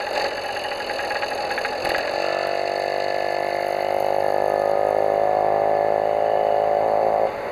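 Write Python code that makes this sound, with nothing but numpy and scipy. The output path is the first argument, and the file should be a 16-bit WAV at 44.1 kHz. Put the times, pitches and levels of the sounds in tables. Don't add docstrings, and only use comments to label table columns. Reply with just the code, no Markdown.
import sys
import numpy as np
from scipy import signal
from scipy.fft import rfft, irfft, next_fast_len
from scipy.io import wavfile
from scipy.ndimage import uniform_filter1d

SR = 44100
rng = np.random.default_rng(int(sys.argv[2]) if len(sys.argv) > 2 else 0)


def dump_mix(stems):
    frames = np.atleast_2d(stems).T
    limited = np.clip(frames, -1, 1)
    pcm = np.round(limited * 32767).astype(np.int16)
    wavfile.write(sys.argv[1], SR, pcm)


N = 331191
T = np.arange(N) / SR

# (time [s], firing rate [Hz])
FIRING_RATE = [(0.0, 45.49), (0.25, 45.93), (0.7, 43.98), (1.05, 43.18), (1.35, 42.85), (1.75, 42.17),
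               (2.25, 48.1), (2.65, 48.89), (3.8, 50.16), (4.4, 50.59), (4.8, 51.78), (5.2, 52.13),
               (5.95, 52.64), (6.2, 53.76), (6.42, 52.78), (6.85, 53.76), (7.27, 53.67), (7.51, 48.32)]
# (opens [s], closes [s], load [0-1])
THROTTLE_TWISTS = [(.1, .255, .5), (.86, 1.85, .1), (1.81, 1.97, .62), (1.95, 2.16, .25), (2.11, 7.255, 1)]
# (frequency [Hz], gain [dB])
MUFFLER_RESPONSE = [(30, -43), (52, -28.5), (100, -18.5), (160, -17.5), (210, -19), (260, -22.5),
                    (300, -12.5), (350, -7.5), (400, -11), (460, -3), (560, 1.5), (680, 2.5), (790, -2),
                    (850, -7.5), (920, -24), (1000, -15), (1090, -23.5), (1170, -20), (1400, -43),
                    (2500, -82)]
INTAKE_RESPONSE = [(50, -37), (110, -21), (250, -16), (330, -4), (420, 5), (580, -3.5), (760, 7.5),
                   (860, -1.5), (960, -18.5), (1300, -30), (2500, -66)]
BARK_RESPONSE = [(500, -35), (720, -21), (805, 0), (855, -30), (915, -17.5), (965, -18), (1020, -28),
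                 (1080, -49), (2500, -72)]
BOOM_RESPONSE = [(420, -50.5), (520, -13), (570, -6.5), (620, -10.5), (700, -39), (2500, -75.5)]
IDLE_RESPONSE = [(30, -24), (85, -16.5), (170, -20.5), (230, -13), (320, -13.5), (400, -6), (480, -2.5),
                 (570, 4.5), (680, -4), (850, -1.5), (950, -14.5), (1300, -16.5), (2000, -17.5)]
# (frequency [Hz], width [Hz], gain [dB])
PIPE_MODES = [(562, 23, -5.5), (674, 25, -14.5), (849, 17, -2.5)]
CASE_MODES = [(1480, 780, 4), (2015, 70, 13), (2113, 64, 15.5)]
GEAR_MODES = [(1735, 20, 0), (1766, 15, -12)]
BUZZ_MODES = [(1253, 46, 0)]
# (time [s], width [s], gain [dB])
GEAR_SWELLS = [(2.85, 0.14, 1.5), (4.04, 0.14, -6), (4.5, 0.55, 1), (5.85, 0.074, 4), (6.3, 0.088, 5),
               (6.7, 0.08, 3.5)]
# (frequency [Hz], width [Hz], gain [dB])
HEAD_MODES = [(2626, 20, 8), (2765, 270, 4.5), (4150, 660, -2), (4427, 48, 10), (4550, 98, -1),
              (6300, 140, -7), (8200, 3600, -9)]
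RASP_MODES = [(2910, 250, 0)]
COVER_MODES = [(840, 1300, -22), (1360, 570, -13.5), (1671, 31, 8), (1866, 82, 1.5), (2430, 330, -13)]
CLUTCH_MODES = [(1325, 210, 11), (2680, 170, 9.5)]
# (time [s], width [s], level [dB])
RASP_SWELLS = [(.65, 0.44, -40.5), (3.1, 0.31, -51), (3.9, 0.32, -48.5), (6.4, 0.41, -48.5)]
# (frequency [Hz], gain [dB])
CRACK_SPECTRUM = [(3000, -31), (6300, 17), (8000, -36), (11000, 15), (13000, 5), (15000, 10)]
HISS_SPECTRUM = [(2000, -27), (5400, -8), (6500, 23), (7600, -18), (8500, 1), (10600, 18), (12000, 8.5),
                 (14000, -2)]
AIR_SPECTRUM = [(8000, -29), (11000, -0.5), (12600, -2), (14400, 5), (17000, 5)]
# (time [s], relative level [dB])
CLATTER_BURSTS = [(0.002, -28.5), (0.064, -28), (0.156, -27), (0.205, -26.5), (0.245, -25), (0.309, -32),
                  (0.372, -29), (0.439, -30.5), (0.484, -28), (0.559, -26), (0.641, -27.5), (0.711, -27),
                  (0.798, -28), (0.894, -25), (0.988, -22.5), (1.034, -29), (1.103, -23.5), (1.15, -23.5),
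                  (1.219, -22), (1.309, -27), (1.379, -35), (1.43, -33), (1.502, -23.5), (1.574, -21),
                  (1.645, -20.5), (1.719, -33), (1.853, -25), (1.901, -23), (1.942, -19), (1.987, -26),
                  (2.031, -31.5), (2.074, -26.5)]
# (time [s], level [dB])
METAL_TICKS = [(1.85, -22.5), (1.891, -23), (1.981, -25), (2.47, -31)]
# (frequency [Hz], gain [dB])
TICK_SPECTRUM = [(3000, 4.5), (7000, -14), (11000, -4.5), (15000, -18), (18000, -10)]
# (time [s], delay [s], strength [0-1])
ECHO_PATH = [(4.2, .0124, 0), (4.7, .0105, .45), (5.05, .009, .3), (5.3, .0082, .85), (5.65, .00735, .9),
             (6.05, .00715, .05), (6.25, .00712, .7), (7.0, .00705, 1)]
# (frequency [Hz], gain [dB])
REFLECTOR_RESPONSE = [(250, -37), (400, -2.5), (560, 0), (800, 7.5)]
# (frequency [Hz], gain [dB])
ROLLING_SPECTRUM = [(30, -7), (70, 1), (150, -1), (220, 3), (330, 7), (600, 13), (1100, 4), (1600, -9.5),
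                    (2100, 4), (2800, -32), (6000, -42), (14000, -28)]
PARK_SPECTRUM = [(30, -9), (55, -4), (85, -2.5), (150, -3), (220, -2), (320, 2.5), (600, 9.5), (1100, 2.5),
                 (1600, 2), (2100, -5), (2800, -8), (6000, -22.5), (14000, -34)]
# (frequency [Hz], width [Hz], gain [dB])
NOTCH_DIPS = [(3230, 170, -15), (4100, 50, -9), (5220, 200, -16), (5720, 190, -24), (7130, 90, -14),
              (8450, 350, -8)]

# (start [s], end [s])
CLUTCH_BITES, GATHERS_SPEED, RECEDES = (1.56, 2.46), (2.6, 5.3), (5.5, 6.2)
ENGINE_HIDDEN, CASE_HIDDEN = (2.97, 5.24), (3.5, 4.1)
PIPE_CLEARS, BOOM_OPENS = (3.4, 5.14), (3.78, 3.96)
TAILPIPE_TURNS, HISS_FADES, RUSH_SWELLS = (3.6, 4.65), (4.7, 5.5), (7, 7.85)


def exhaust(cycle, load, idle_db=-30, load_db=6.5, load_knee=.26, rear_db=3, boom_db=1.6, rev_db=1.5):
    engaged, behind = ramp(*CLUTCH_BITES), ramp(*TAILPIPE_TURNS)
    firmness = load * (.65 + .35 * engaged)
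    idle_share = .97 - .91 * firmness ** 1.6
    sound = np.sqrt(1 - idle_share ** 2) * firing(cycle, load, behind) + idle_share * idle_rumble(cycle)
    sound = sound + near_echo(sound)
    sound = sound + tree_echoes(sound) * undb(-22 + 5.5 * behind * T / T[-1])
    effort_db = load_db * (1 - np.exp(-load / load_knee))
    effort_db += load * rev_db * (1 - engaged)
    exposure_db = load * (rear_db * ramp(*PIPE_CLEARS) + boom_db * ramp(*BOOM_OPENS))
    waver_db = .03 * walk(5.6) * ramp(*RECEDES)
    lull_db = -1.3 * bump(6.09, .19)
    return steady(sound) * undb(idle_db + effort_db + exposure_db + waver_db + lull_db)


def firing(cycle, load, behind, beat_phase=.125, intake_lead=.302):
    slack = 1 - load
    pulses = strokes(cycle, beat_phase, scatter_db=.5 + 3.5 * slack, jitter_s=.00002 + .0004 * slack ** 2)
    bark = colour(pulses, BARK_RESPONSE) * bump(4.6, .7)
    boom = colour(pulses, BOOM_RESPONSE) * ramp(*BOOM_OPENS)
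    beats = colour(pulses, MUFFLER_RESPONSE) + bark + boom
    gulps = strokes(cycle, beat_phase - intake_lead, scatter_db=-.3, jitter_s=.00005)
    intake = signal.hilbert(colour(gulps, INTAKE_RESPONSE)).imag
    return unit(beats + ring(beats, PIPE_MODES)) + unit(intake) * undb(-9 - behind)


def idle_rumble(cycle):
    force = machinery(cycle, jitter_s=.00017, count=24) + undb(-1.5) * noise()
    return unit(soften(colour(force, IDLE_RESPONSE), hz=2130, order=3))


def crankcase(cycle, load, rebound_db=-7, load_db=6):
    slap = unit(strokes(cycle, phase=.34, scatter_db=1.2, jitter_s=.00002))
    rebound = unit(strokes(cycle, phase=.63, scatter_db=2, jitter_s=.00005))
    mesh = .7 * machinery(cycle, jitter_s=.00003, count=14) + .6 * noise()
    blows = slap + undb(rebound_db) * rebound + mesh
    knock_db = -47 - 8 * ramp(*CASE_HIDDEN) + 7 * bump(3.87, .44)
    knock = unit(soften(ring(blows, CASE_MODES), hz=2220, order=5)) * undb(knock_db)
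    riding_s = np.maximum(T - CLUTCH_BITES[1], 0)
    gear_db = -42.5 - 2.5 * riding_s + swells(GEAR_SWELLS)
    gears = unit(soften(ring(slap + undb(-13) * noise(), GEAR_MODES), hz=3020)) * undb(gear_db)
    buzz = unit(ring(ring(blows, BUZZ_MODES), BUZZ_MODES)) * undb(-41) * bump(4.57, .36)
    return (gears + knock) * undb(load_db * load) + buzz


def valves(cycle, free_rev, snap_db=-10.5):
    hidden, far = ramp(*ENGINE_HIDDEN), ramp(*HISS_FADES)
    opening = puffs(cycle, phase=-.15, length=.15, scatter_db=2.3)
    closing = puffs(cycle, phase=.06, length=.16, scatter_db=3)
    snap = unit(strokes(cycle, phase=.08, scatter_db=3, jitter_s=.00008))
    envelope = .5 + 3 * far + opening + .7 * closing
    chatter = unit(grit(spike_db=3.5) * envelope * undb(1.5 * walk(14)))
    force = steady(chatter) + undb(snap_db) * (1 - far) * snap
    head = unit(soften(ring(force, HEAD_MODES), hz=5890, order=4))
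    head *= undb(-37 + 12.5 * free_rev - 14 * hidden)
    rasp = unit(ring(ring(snap + undb(3) * noise(), RASP_MODES), RASP_MODES))
    rasp *= swells([(s, width, undb(db)) for s, width, db in RASP_SWELLS])
    crack = unit(colour(snap * undb(3 * walk(20).clip(-2, 2)), CRACK_SPECTRUM))
    crack *= (1 - far) * undb(-68.5 - 19 * hidden)
    return head + crack + rasp


def gas_jet(cycle, free_rev, afterpuff_db=-9.5):
    beam = bump(3.9, 1.1)
    far = ramp(*HISS_FADES)
    flow = undb(1.3 * walk(12)) * puffs(cycle + .02 * walk(8), phase=-.25, length=.115, scatter_db=3)
    flow += undb(afterpuff_db) * puffs(cycle, phase=.19, length=.09, scatter_db=4)
    floor = .06 + .12 * beam + 1.3 * far
    jet = unit(grit(spike_db=4.2 - 2 * far) * (floor + flow))
    hiss_db = -50.5 - 6.5 * ramp(*CLUTCH_BITES) - 11 * far + 3 * beam
    air_db = -73 + 31 * free_rev + 21.5 * beam
    hiss = unit(colour(jet, HISS_SPECTRUM)) * undb(hiss_db)
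    air = unit(colour(jet, AIR_SPECTRUM)) * undb(air_db)
    return hiss + air


def drive_clatter(drum_hz=824, swell_s=.015, held_s=1.88):
    out = np.zeros(N + SR)
    t = np.arange(SR // 8) / SR
    swell = (t / swell_s) * np.exp(.5 - .5 * (t / swell_s) ** 2)
    for onset_s, cover_db in CLATTER_BURSTS:
        detune, phase, grip = rng.standard_normal(3)
        drum = np.sqrt(2) * swell * np.sin(2 * np.pi * (drum_hz * (1 + .0048 * detune) * t + phase))
        drum_gain = undb(-29.5 + 3 * onset_s + 1.2 * grip) * (onset_s < held_s)
        start = int(onset_s * SR)
        out[start:start + len(t)] += drum * drum_gain + cover_knock(t) * undb(cover_db - 3.5)
    return out[:N]


def cover_knock(t, length_s=.018, bounce_gap_s=.0011, strike_s=.0045, strike_db=-4):
    bounces = (rng.random(len(t)) < 1 / (bounce_gap_s * SR)) * undb(2 * rng.standard_normal(len(t)))
    envelope = np.minimum(t / strike_s, 1) ** 2 * np.exp(-(t / length_s) ** 4)
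    force = (bounces - bounces.mean()) * envelope
    force /= np.linalg.norm(force)
    force[int(strike_s * SR)] += undb(strike_db)
    cover = soften(ring(force, COVER_MODES), hz=2700, order=3)
    return cover / np.std(cover[t < .022])


def clutch_slip(cycle, level_db=-34.5):
    scrape = noise() * puffs(cycle, phase=.2, length=.3, scatter_db=1)
    rattle = unit(soften(ring(scrape, CLUTCH_MODES), hz=3020, order=3))
    return rattle * undb(level_db) * bump(2.36, .22)


def metal_ticks(decay_s=.0055):
    envelope = sum(undb(db) * (T >= s) * np.exp(-np.abs(T - s) / decay_s) for s, db in METAL_TICKS)
    return envelope * unit(colour(noise(), TICK_SPECTRUM))


def near_echo(x, gain_db=-9.5):
    delay_s, strength = curves(ECHO_PATH)
    return undb(gain_db) * strength * delayed(colour(x, REFLECTOR_RESPONSE), delay_s)


def tree_echoes(x, count=12, wander_s=.00051, decay_s=.068):
    lags_s = .012 + .09 * rng.random(count) ** 2
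    return sum(delayed(x, lag + wander_s * walk(1.5)) * np.exp(-lag / decay_s) for lag in lags_s)


def rolling():
    rush = unit(colour(noise() * undb(.75 * walk(34)), ROLLING_SPECTRUM))
    return rush * ramp(*GATHERS_SPEED) * undb(-37 + 6.5 * ramp(*RUSH_SWELLS))


def park(level_db=-38.5):
    return unit(colour(noise(), PARK_SPECTRUM)) * undb(level_db + .28 * walk(1.52))


def crank_cycles(hunt_hz=5.25, hunt_cycles=.019, peak_s=6.13, waver_cycles=.0074):
    hunt = hunt_cycles * np.cos(2 * np.pi * hunt_hz * (T - peak_s)) + waver_cycles * walk(12)
    return np.cumsum(curves(FIRING_RATE)[0]) / SR + hunt * ramp(*RECEDES)


def throttle(open_s=.06, close_s=.045):
    twists = [load * (ramp(opens, opens + open_s) - ramp(closes, closes + close_s))
              for opens, closes, load in THROTTLE_TWISTS]
    return np.max(twists, axis=0).clip(0, 1)


def strokes(cycle, phase, scatter_db, jitter_s):
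    times = np.interp(np.arange(int(cycle[-1])) + phase % 1, cycle, T)
    size_draw, time_draw = rng.standard_normal((len(times), 2)).T
    onsets = (times * SR).astype(int)
    sizes = undb(size_draw.clip(-2, 2) * np.broadcast_to(scatter_db, N)[onsets])
    late = (time_draw * np.broadcast_to(jitter_s, N)[onsets] * SR).astype(int)
    return np.bincount(np.clip(onsets + late, 0, N - 1), sizes, N)


def machinery(cycle, jitter_s, count):
    phases = (np.arange(count) + rng.random(count)) / count
    signs = rng.choice([-1, 1], count)
    return unit(sum(sign * strokes(cycle, phase, scatter_db=1, jitter_s=jitter_s)
                    for phase, sign in zip(phases, signs)))


def puffs(cycle, phase, length, scatter_db):
    turn, age = np.divmod(cycle - phase + 2, 1)
    sizes = undb(scatter_db * rng.standard_normal(N // 100))
    return unit(sizes[turn.astype(int)] * age / length * np.exp(-age / length))


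def noise():
    return rng.standard_normal(N)


def grit(spike_db):
    return unit(noise() * undb(spike_db * walk(2000).clip(-2, 2)))


def walk(rate_hz):
    hold = int(SR / rate_hz)
    steps = np.repeat(rng.standard_normal(N // hold + 1), hold)
    return np.sqrt(3 / 2) * uniform_filter1d(steps, hold)[:N]


def colour(x, response):
    hz, db = np.transpose(response)
    size = next_fast_len(N + 8192)
    f = np.maximum(np.fft.rfftfreq(size, 1 / SR), 1)
    gain = undb(np.interp(np.log(f), np.log(hz), db))
    return irfft(rfft(x, size) * gain, size)[:N]


def ring(x, modes):
    return sum(undb(db) * signal.lfilter(*signal.iirpeak(hz, hz / width, fs=SR), x)
               for hz, width, db in modes)


def soften(x, hz, order=2):
    return signal.sosfilt(signal.butter(order, hz, fs=SR, output="sos"), x)


def delayed(x, seconds):
    return np.interp(T - seconds, T, x, left=0)


def steady(x, window_s=.085):
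    size = int(window_s * SR) + 1
    return x / np.sqrt(uniform_filter1d(uniform_filter1d(x ** 2, size), size))


def unit(x):
    return x / np.sqrt(np.mean(x ** 2))


def undb(db):
    return 10 ** (np.asarray(db) / 20)


def curves(table):
    times, *columns = np.transpose(table)
    return [np.interp(T, times, column) for column in columns]


def ramp(start_s, end_s):
    return np.clip((T - start_s) / (end_s - start_s), 0, 1)


def bump(at_s, width_s):
    return np.exp(-((T - at_s) / width_s) ** 2)


def swells(table):
    return sum(height * bump(s, width) for s, width, height in table)


def scene():
    cycle, load = crank_cycles(), throttle()
    free_rev = load * (1 - ramp(*CLUTCH_BITES))
    engine = exhaust(cycle, load) + crankcase(cycle, load)
    top_end = valves(cycle, free_rev) + gas_jet(cycle, free_rev)
    drive = drive_clatter() + clutch_slip(cycle) + metal_ticks()
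    return (engine + top_end + drive + park() + rolling())[None]


def record(dry, cutoff_hz=14900):
    f = np.fft.rfftfreq(N, 1 / SR)
    dips_db = sum(db * np.exp(-((f - hz) / width) ** 2) for hz, width, db in NOTCH_DIPS)
    heard = irfft(rfft(dry) * undb(dips_db), N)
    return signal.sosfilt(signal.ellip(10, .2, 80, cutoff_hz, fs=SR, output="sos"), heard)


dry = scene()
out = record(dry)
dump_mix(out)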